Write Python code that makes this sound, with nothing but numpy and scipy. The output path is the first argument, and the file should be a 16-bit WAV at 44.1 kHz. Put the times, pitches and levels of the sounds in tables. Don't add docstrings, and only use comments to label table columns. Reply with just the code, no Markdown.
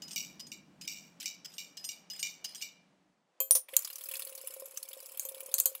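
import sys
import numpy as np
from scipy import signal
from scipy.io import wavfile
from scipy.ndimage import uniform_filter1d

SR = 44100
rng = np.random.default_rng(int(sys.argv[2]) if len(sys.argv) > 2 else 0)


def digitize_waveform(pressure):
    field = np.atleast_2d(pressure).T
    bounded = np.clip(field, -1, 1)
    quanta = np.round(bounded * 32767).astype(np.int16)
    wavfile.write(sys.argv[1], SR, quanta)


N = 255777
T = np.arange(SR * 3 // 5) / SR

# (tap time [s], clash [dB], spoon ring [dB], scrape [dB], slip-off time [s], twang [dB],
#  twang fade [s], extra brightness [dB per octave])
WHISK_WIPES = [(0.0198, -42.5, -45, -62, 0.1600, -31, .33, 2.5),
               (0.3955, -43, -47, -76, 0.5175, -39, 0.16, 0.5),
               (0.8115, -44, -50, -55, 0.8769, -32.5, 0.44, -0.5),
               (1.2006, -41.5, -64, -48.5, 1.2573, -31, 0.22, -2),
               (1.4466, -42, -53.5, -62, 1.5818, -36.5, .3, -5),
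               (1.7700, -42.5, -46.5, -64, 1.8897, -33.5, 0.23, 1),
               (2.1005, -40, -40, -52.5, 2.2281, -28.5, 0.27, -2.5),
               (2.4431, -34, -44.5, -56.5, 2.6230, -35.5, 0.21, -5)]
# (time [s], clash [dB], relative spoon ring [dB])
EDGE_CATCHES = [(0.0787, -47, -56), (0.1087, -42, -46.5), (0.1274, -43, -58), (0.4663, -50, -59),
                (1.5359, -52.5, -54), (1.8422, -38.5, -38.5), (2.1914, -40.5, -40), (2.5484, -39.5, -47),
                (2.6143, -38.5, -71)]
def wipes():
    out = np.zeros(N)
    for s, clash_db, ring_db, scrape_db, slip_s, twang_db, t60, tilt_db in WHISK_WIPES:
        add(out, s, spoon_tap(clash_db, ring_db, edge_db=-8.5))
        add(out, s, amp(scrape_db) * wire_scrape(slip_s - s))
        add(out, slip_s, amp(twang_db) * wire_twang(t60, tilt_db))
    for s, clash_db, ring_db in EDGE_CATCHES:
        add(out, s, spoon_tap(clash_db, ring_db - 7.5, edge_db=17))
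    return out


# (pitch [Hz], relative level [dB], fade [s], share of an edge blow [0-1])
SPOON_TONES = [(1990, -29.5, 0.064, 0), (2913, 3, 0.038, 0.05), (5020, 0.5, 0.25, 0), (5740, -26, .1, 0),
               (6760, -16.5, 0.11, 1), (7660, -23, 0.074, 0.2), (8676, -10, 0.24, 0.9),
               (12700, -13.5, 0.16, 0.7), (15200, -24.5, 0.11, .2)]
# (frequency [Hz], relative level [dB])
CLASH_COLOUR = [(400, -42), (800, -19), (1200, -19), (1800, -11.5), (2200, -15), (3000, 2), (3700, -9.5),
                (5400, 4), (7500, -1.5), (9000, -11), (11000, -15), (13000, -13.5), (15400, -8.5),
                (16100, -37)]
def spoon_tap(clash_db, ring_db, edge_db, landing_s=0.0078, release_t60=0.044):
    release = amp(-60 * np.maximum(T - landing_s, 0) / release_t60)
    lands_hard = rng.random(len(T)) < .02
    landings = rng.standard_normal(len(T)) * (0.29 + 3 * lands_hard)
    clash = peaked(colour(release * landings, CLASH_COLOUR, patchy_db=5, patch_hz=150.2))
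    tones = [(hz, db + edge * edge_db, t60) for hz, db, t60, edge in SPOON_TONES]
    strength = np.linalg.norm(amp([db for _, db, _ in tones]))
    ringing = strength * ring(tones) * np.minimum(T / landing_s, 1)
    return amp(clash_db) * clash + amp(ring_db) * ringing


# (frequency [Hz], relative level [dB])
SQUEAK_COLOUR = [(500, -61), (1200, -28.5), (1900, -13.5), (3000, -8.5), (5400, -10), (7500, -12.5),
                 (9200, -17.5), (11000, -19.5), (13000, -18.5), (15400, -20.5), (16100, -53)]
def wire_scrape(length_s, slips_per_s=110, sing_db=-9):
    squeaks, knocks = np.zeros((2, len(T)))
    for k, (late, luck) in enumerate(rng.random((30, 2))):
        at = (k + late) / slips_per_s
        size = amp(13.2 * luck - 6)
        if at < length_s:
            add(squeaks, at, size * burst(SQUEAK_COLOUR, t60=0.036, patchy_db=9))
            add(knocks, at, np.array([size]))
    singing = signal.fftconvolve(knocks, ring([tone[:3] for tone in SPOON_TONES]))[:len(T)]
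    scrape = evened(evened(squeaks) + amp(sing_db) * evened(singing))
    return scrape * np.sqrt(length_s / T[-1])


# (pitch [Hz], relative level [dB], fade [s])
WIRE_TONES = [(2249, -8, 0.2), (2378, -1, 0.16), (2894, 6.5, 0.038), (3660, -4, 0.078), (3913, -7, 0.17),
              (4470, -1, 0.071), (4810, -4.5, 0.085), (5636, 6.5, 0.038), (5875, -3, 0.2),
              (7040, -7, 0.076), (6760, -4, 0.13), (7590, 3, 0.06), (8080, -5.5, 0.067), (11670, -9.5, 0.1),
              (13170, -5.5, .08), (15270, -8.5, .08)]
# (frequency [Hz], relative level [dB])
CHATTER_COLOUR = [(1200, -49), (2000, -32.5), (2350, 1), (3400, -25), (4700, -2.5), (5800, 9), (7900, -9.5),
                  (9300, -21), (10600, -9), (12000, -12), (15500, -8), (16200, -30)]
def wire_twang(t60, tilt_db, knocks_per_s=100, jitter=0.13, knock_t60=0.014):
    gap_luck, size_luck = rng.standard_normal((2, 48))
    gaps = np.maximum(1 + jitter * gap_luck, .2) / knocks_per_s
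    times = np.append(0, np.cumsum(gaps))
    sizes = amp(np.append(0, -4 + 2.06 * size_luck) - 60 * times / t60)
    knocks = np.zeros(len(T))
    for at, size in zip(times, sizes):
        add(knocks, at, size * fade(knock_t60))
    contacts = knocks * rng.standard_normal((4, len(T)))
    tilted = [(hz, db + tilt_db * np.log2(hz / 6000)) for hz, db in CHATTER_COLOUR]
    chatter = colour(contacts[0], tilted, patchy_db=3)
    loops = sum(signal.fftconvolve(hits, ring(WIRE_TONES, detune=0.00973)) for hits in contacts[1:])
    return peaked(peaked(chatter) + peaked(loops[:len(T)]))


DIP_S = 3.73
# (start time [s], round trips [per s])
BEATING_PACE = [(3.690, 18.91), (4.351, 16.3), (4.596, 17.35)]
def strokes(settled_s=4.39):
    starts, per_s = np.transpose(BEATING_PACE)
    edges = np.append(starts, N / SR)
    turns = np.append(0, np.cumsum(2 * per_s * np.diff(edges)))
    rows = []
    for k in range(int(turns[-1]) + 1):
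        s, forward = np.interp(k, turns, edges), k % 2 == 1
        back_db = 0.5 if s < settled_s else -8.5
        rows.append((s, forward, 0 if forward else back_db))
    return rows


# (time [s], relative froth level [dB], slosh level [dB])
STIRRING_LEVELS = [(3.68, -63, -62), (3.8, -49, -75), (3.93, -54.5, -81), (4.17, -48, -78),
                   (4.33, -54.5, -68.5), (4.5, -51.5, -76), (4.71, -55.5, -73.5), (5.48, -54, -67),
                   (5.7, -54.5, -76), (5.8, -59.5, -79)]
# (frequency [Hz], relative level [dB])
FROTH_COLOUR = [(300, -34), (700, -27), (1050, 4), (1700, -3), (2500, 4), (4000, -2.5), (6200, 0),
                (9000, 5), (11500, 8.5), (14500, -0.5), (15600, -22), (16200, -75)]
SLOSH_COLOUR = [(90, -53), (250, -16.5), (400, -9.5), (530, 6.5), (680, -2), (1050, 5), (1500, -21.5),
                (2500, 0.5), (5000, -29)]
def batter(start_s=3.68, froth_db=-3.5, swish_db=-1.5, swish_s=0.032):
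    froth = np.zeros(N)
    for _ in range(14):
        clicks = grains(per_s=45, spread_db=5.5)
        froth += signal.oaconvolve(clicks, burst(FROTH_COLOUR, t60=0.016, patchy_db=12.5))[:N]
    slosh = colour(grains(per_s=900, spread_db=5), SLOSH_COLOUR)
    flow = np.zeros(N)
    for s, _, splash_db in strokes():
        add(flow, s - swish_s / 4, amp(splash_db) * signal.windows.hann(int(swish_s * SR)))
    swish = flow * colour(grains(per_s=3000, spread_db=5), FROTH_COLOUR)
    fizz = amp(froth_db) * evened(froth) + amp(swish_db) * swish
    fade_in = np.clip((np.arange(N) / SR - start_s) / 0.01, 0, 1)
    return fade_in * (curve(STIRRING_LEVELS) * fizz + curve(STIRRING_LEVELS, column=2) * slosh)


# (time [s], spray [dB], pop [dB], pop pitch [Hz])
BIG_SQUELCHES = [(3.6856, -52, -48.5, 2420), (3.7358, -41, -43, 2190), (3.7898, -34, -37, 7100),
                 (3.8468, -37, -35.5, 4920), (3.9564, -39.5, -40, 6060), (4.0871, -36, -49, 2500),
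                 (4.1533, -40, -40.5, 3560), (4.194, -35, -46, 2670), (4.4721, -33.5, -48.5, 2830),
                 (4.773, -40.5, -33.5, 6090), (4.828, -37, -43.5, 4590), (4.9303, -41.5, -49.5, 3320),
                 (5.1723, -37.5, -53, 3315), (5.2873, -36.5, -52, 3400), (5.4044, -37.5, -51, 2485),
                 (5.5822, -28, -37.5, 4400), (5.75, -35.5, -46, 2670)]
# (frequency [Hz], relative level [dB])
SPRAY_COLOUR = [(500, -46), (1050, -11), (2000, -48), (5000, -13.5), (7500, 0), (11000, 10.5), (14500, 5.5),
                (15700, 11), (16300, -48)]
def squelches(snap_t60=0.0091, echo_t60=0.061, stagger_s=0.0052, follower_db=-6, ring_cycles=11):
    out = np.zeros(N)
    wall_echo = amp(-12) * fade(echo_t60)
    shape = (fade(snap_t60) + wall_echo) * np.minimum(T / 0.0012, 1)
    for s, spray_db, pop_db, hz in BIG_SQUELCHES + stroke_smacks():
        sprays, pops = np.zeros((2, len(T)))
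        for k, (delay, shift, glide) in enumerate(rng.random((3, 3))):
            at, size, pitch = 0, 1, hz
            if k > 0:
                at, size, pitch = delay * stagger_s, amp(follower_db), hz * 2 ** (.6 - 0.663 * shift)
            pocket = [(150, -55), (400, -24), (pitch * .65, -12),
                      (pitch, 0), (pitch * 1.4, -12), (16400, -45)]
            spray, pop = rng.standard_normal((2, len(T))) * shape
            cycles = pitch * T * (1 + (glide - .4) * 0.12 * np.tanh(T / 0.0074))
            blip = np.sin(2 * np.pi * cycles) * (1 - np.exp(-cycles / 3)) * np.exp(-cycles / ring_cycles)
            add(sprays, at, size * colour(spray, SPRAY_COLOUR, patchy_db=7, patch_hz=490))
            add(pops, at, size * (colour(pop, pocket, patchy_db=3.5) + evened(blip)))
        add(out, s, amp(spray_db) * peaked(sprays) + amp(pop_db) * peaked(pops))
    return out


def stroke_smacks(spray_db=10, pop_db=4.5, scatter_db=2, wobble_s=0.0025, low_hz=2472, high_hz=7450):
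    rows = []
    froth_db = 20 * np.log10(curve(STIRRING_LEVELS))
    for s, _, splash_db in strokes():
        late, luck = rng.standard_normal(2)
        db = froth_db[min(int(s * SR), N - 1)] + scatter_db * luck + splash_db
        pocket_size = rng.random() ** 2
        hz = high_hz * (low_hz / high_hz) ** pocket_size
        near_big_one = any(abs(s - big[0]) < .012 for big in BIG_SQUELCHES)
        if s >= DIP_S and not near_big_one:
            rows.append((s + wobble_s * late, db + spray_db, db + pop_db, hz))
    return rows


# (time [s], crack [dB], rattle [dB], bowl ring [dB], rattle fade [s])
GLASS_HITS = [(3.4032, -23.5, -38.5, -25.5, 0.17), (3.7660, -13, -21.5, -34, 0.056),
              (5.1961, -26, -39, -44, 0.19), (5.2518, -36.5, -45.5, -39.5, 0.11),
              (5.541, -17, -29, -41, 0.11), (5.6006, -16.5, -27, -39, 0.098),
              (5.6572, -16.5, -25.5, -28.5, 0.092)]
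# (pitch [Hz], relative level [dB], fade when not held [s])
GLASS_TONES = [(534.2, -13.5, 0.2), (2560, -11, 0.055), (3200, -14.5, 0.16), (4430, -11.5, 0.052),
               (7150, -8, 0.2), (6850, -40, 0.032), (8500, -24, .1), (12150, 5.5, 0.15), (12670, -5, 0.14),
               (13500, -16, .08)]
# (frequency [Hz], relative level [dB])
CRACK_COLOUR = [(100, -76), (250, -36), (480, -18.5), (1400, -46), (2600, -3.5), (5400, -8.5), (7100, 16.5),
                (8300, -26), (10500, 4.5), (12400, 15), (13600, 8.5), (15300, 9.5), (16500, -8)]
RATTLE_COLOUR = [(120, -50), (300, -49), (800, -18), (1600, -13.5), (2600, -38), (4300, -1), (5500, -24),
                 (6400, 5), (9000, 7.5), (11200, -4), (12400, -2), (13600, -5), (15500, 0), (16200, -67)]
def clinks(knock_db=-17):
    out = np.zeros(N)
    for s, crack_db, rattle_db, ring_db, rattle_t60 in GLASS_HITS:
        crack = amp(crack_db) * peaked(burst(CRACK_COLOUR, t60=0.012))
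        rattle = amp(rattle_db) * burst(RATTLE_COLOUR, rattle_t60, patchy_db=2)
        ring_share = 0.76 if s > DIP_S else 1
        bowl = ring([(hz, db, t60 * ring_share) for hz, db, t60 in GLASS_TONES])
        knock = amp(knock_db) * burst(SLOSH_COLOUR, t60=0.077)
        add(out, s, crack + rattle + amp(ring_db) * (bowl + knock))
    return out


# (time [s], level of a back stroke's note [dB])
LEANING_LEVELS = [(3.8, -83), (3.95, -67), (4.15, -54), (4.5, -54), (4.64, -46.5), (4.7, -57.5),
                  (4.88, -62.5), (4.97, -51.5), (5.06, -58.5), (5.19, -59), (5.26, -50), (5.54, -49),
                  (5.6, -56.5), (5.71, -46), (5.78, -65)]
def bowl_note(dip_db=-45, forward_db=-5.5, scatter_db=2, lead_s=0.00605, wobble_s=0.001946):
    out, level = np.zeros(N), curve(LEANING_LEVELS)
    pushes = [(DIP_S, amp(dip_db))]
    for s, forward, _ in strokes():
        late, luck = rng.standard_normal(2)
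        size = amp(forward * forward_db + scatter_db * luck) * level[min(int(s * SR), N - 1)]
        pushes.append((s - lead_s + wobble_s * late, size))
    lowest_tone = [(GLASS_TONES[0][0], 0, 0.125)]
    soft_start = 1 - np.exp(-(T / 0.0022) ** 2)
    for s, size in pushes:
        note = ring(lowest_tone, detune=0.00058) + amp(-3) * burst(SLOSH_COLOUR, t60=0.012)
        add(out, s, size * peaked(note * soft_start))
    return out


# (time [s], crack [dB], rattle [dB], ring [dB])
SPOON_LANDINGS = [(3.5092, -13, -23.5, -16.5), (3.5518, -26.5, -21, -24)]
# (pitch [Hz], relative level [dB], fade [s])
LANDING_TONES = [(535, -12, 0.03), (1000, -32, 0.037), (6000, -8, 0.11), (9660, 6, 0.14),
                 (9200, -12, 0.096), (9520, 6.5, 0.14), (9900, -6, .12), (9200, 0, 0.14),
                 (10400, -22, 0.099), (9900, -21, 0.15), (10600, -28, .11), (12700, -3, 0.12)]
# (frequency [Hz], relative level [dB])
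LANDING_COLOUR = [(100, -56), (250, -49), (520, -7.5), (700, -17.5), (1050, -15.5), (1700, -26),
                  (3500, -16), (4800, -13.5), (5700, -3), (7200, -10.5), (9500, 1.5), (11500, -2.5),
                  (15500, -3.5), (16400, -48)]
def spoon_down():
    out = np.zeros(N)
    for s, crack_db, rattle_db, ring_db in SPOON_LANDINGS:
        crack = amp(crack_db) * peaked(burst(LANDING_COLOUR, t60=0.0057))
        rattle = amp(rattle_db) * burst(LANDING_COLOUR, t60=0.11, patchy_db=1)
        add(out, s, crack + rattle + amp(ring_db) * ring(LANDING_TONES))
    return out


# (frequency [Hz], fade [s])
ECHO_FADES = [(200, 0.58), (2000, 0.59), (6000, 0.39), (9000, .18), (15000, 0.19)]
def kitchen_echo(x, echoes_per_s=3000, first_echo_s=0.006):
    signs = rng.choice([-1., 1.], len(T))
    echoes = signs * (rng.random(len(T)) < echoes_per_s / SR) * (T > first_echo_s)
    hz, t, bands = signal.stft(echoes, SR, nperseg=256)
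    fading = amp(-60 * t / read(ECHO_FADES, hz)[:, None])
    tail = signal.istft(bands * fading, SR, nperseg=256)[1]
    return signal.oaconvolve(x, tail / np.linalg.norm(tail))[:N]


# (time [s], rumble level [dB], relative air level [dB])
ROOM_LEVELS = [(0.0, -60, -66), (0.61, -61, -71.5), (1.1, -63.5, -70.5), (1.33, -68, -71),
               (2.53, -70.5, -69.5), (2.89, -72.5, -74.5), (3.11, -74.5, -78), (3.25, -83, -81),
               (3.4, -98, -76)]
# (frequency [Hz], relative level [dB])
RUMBLE_COLOUR = [(25, -39.5), (45, -20), (110, -17.5), (140, -5), (178, 3.5), (225, -3.5), (310, -5),
                 (400, -17.5), (800, -46.5)]
AIR_COLOUR = [(90, -46.5), (180, -15), (300, -5.5), (600, 0), (1200, -6.5), (2500, -11.5), (5000, -17.5),
              (8000, -20.5), (11000, -33), (16200, -57)]
def room_noise(air_db=1.5):
    rumble, air = rng.standard_normal((2, N))
    return (curve(ROOM_LEVELS) * colour(rumble, RUMBLE_COLOUR)
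            + amp(air_db) * curve(ROOM_LEVELS, column=2) * colour(air, AIR_COLOUR))


def amp(db):
    return 10 ** (np.asarray(db) / 20)


def fade(t60):
    return amp(-60 * T / t60)


def evened(x):
    return x / np.sqrt(np.mean(x ** 2) + 1e-20)


def peaked(x):
    return x / np.sqrt(uniform_filter1d(x ** 2, size=160).max() + 1e-20)


def read(points, hz):
    known_hz, value = np.transpose(points)
    return np.interp(np.log(hz + 1), np.log(known_hz + 1), value)


def curve(rows, column=1):
    rows = np.array(rows)
    return amp(np.interp(np.arange(N) / SR, rows[:, 0], rows[:, column]))


def add(mix, s, sound):
    part = mix[max(round(s * SR), 0):][:len(sound)]
    part += sound[:len(part)]


def colour(x, spectrum, patchy_db=0, patch_hz=260):
    hz = np.fft.rfftfreq(4096, 1 / SR)
    bumps = np.interp(hz / patch_hz, np.arange(400), rng.standard_normal(400))
    log_gain = np.log(amp(read(spectrum, hz) + patchy_db * np.clip(bumps, -2, 2)))
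    mirrored = np.concatenate([log_gain, log_gain[-2:0:-1]])
    response = np.fft.ifft(np.exp(np.conj(signal.hilbert(mirrored)))).real[:len(hz)]
    return evened(signal.oaconvolve(x, response)[:len(x)])


def burst(spectrum, t60, patchy_db=0):
    shape = fade(t60)
    puff = colour(rng.standard_normal(len(T)) * shape, spectrum, patchy_db)
    return puff * np.sqrt(np.mean(shape ** 2))


def ring(tones, detune=0):
    hz, db, t60 = np.transpose(tones)[:, :, None]
    cycles = hz * (1 + detune * rng.standard_normal(hz.shape)) * T
    waves = np.sin(2 * np.pi * (cycles + rng.random(hz.shape))) * (1 - np.exp(-cycles ** 2))
    return (amp(db) * fade(t60) * waves).sum(0) / np.sqrt(np.sum(amp(db) ** 2) / 2)


def grains(per_s, spread_db):
    sizes = amp(spread_db * np.minimum(rng.exponential(1, N), 3)) * rng.choice([-1, 1], N)
    return sizes * (rng.random(N) < per_s / SR)


def scene():
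    above = wipes()
    inside = clinks() + squelches() + bowl_note() + batter()
    clatter = spoon_down()
    echo = kitchen_echo(amp(-15) * above + amp(-23) * inside + amp(-33) * clatter)
    return (above + inside + clatter + echo + room_noise())[None]


def record(dry):
    low_pass = signal.firwin(255, 16400, window=("kaiser", 9), fs=SR)
    return signal.oaconvolve(dry, low_pass[None], "same")


dry = scene()
out = record(dry)
digitize_waveform(out)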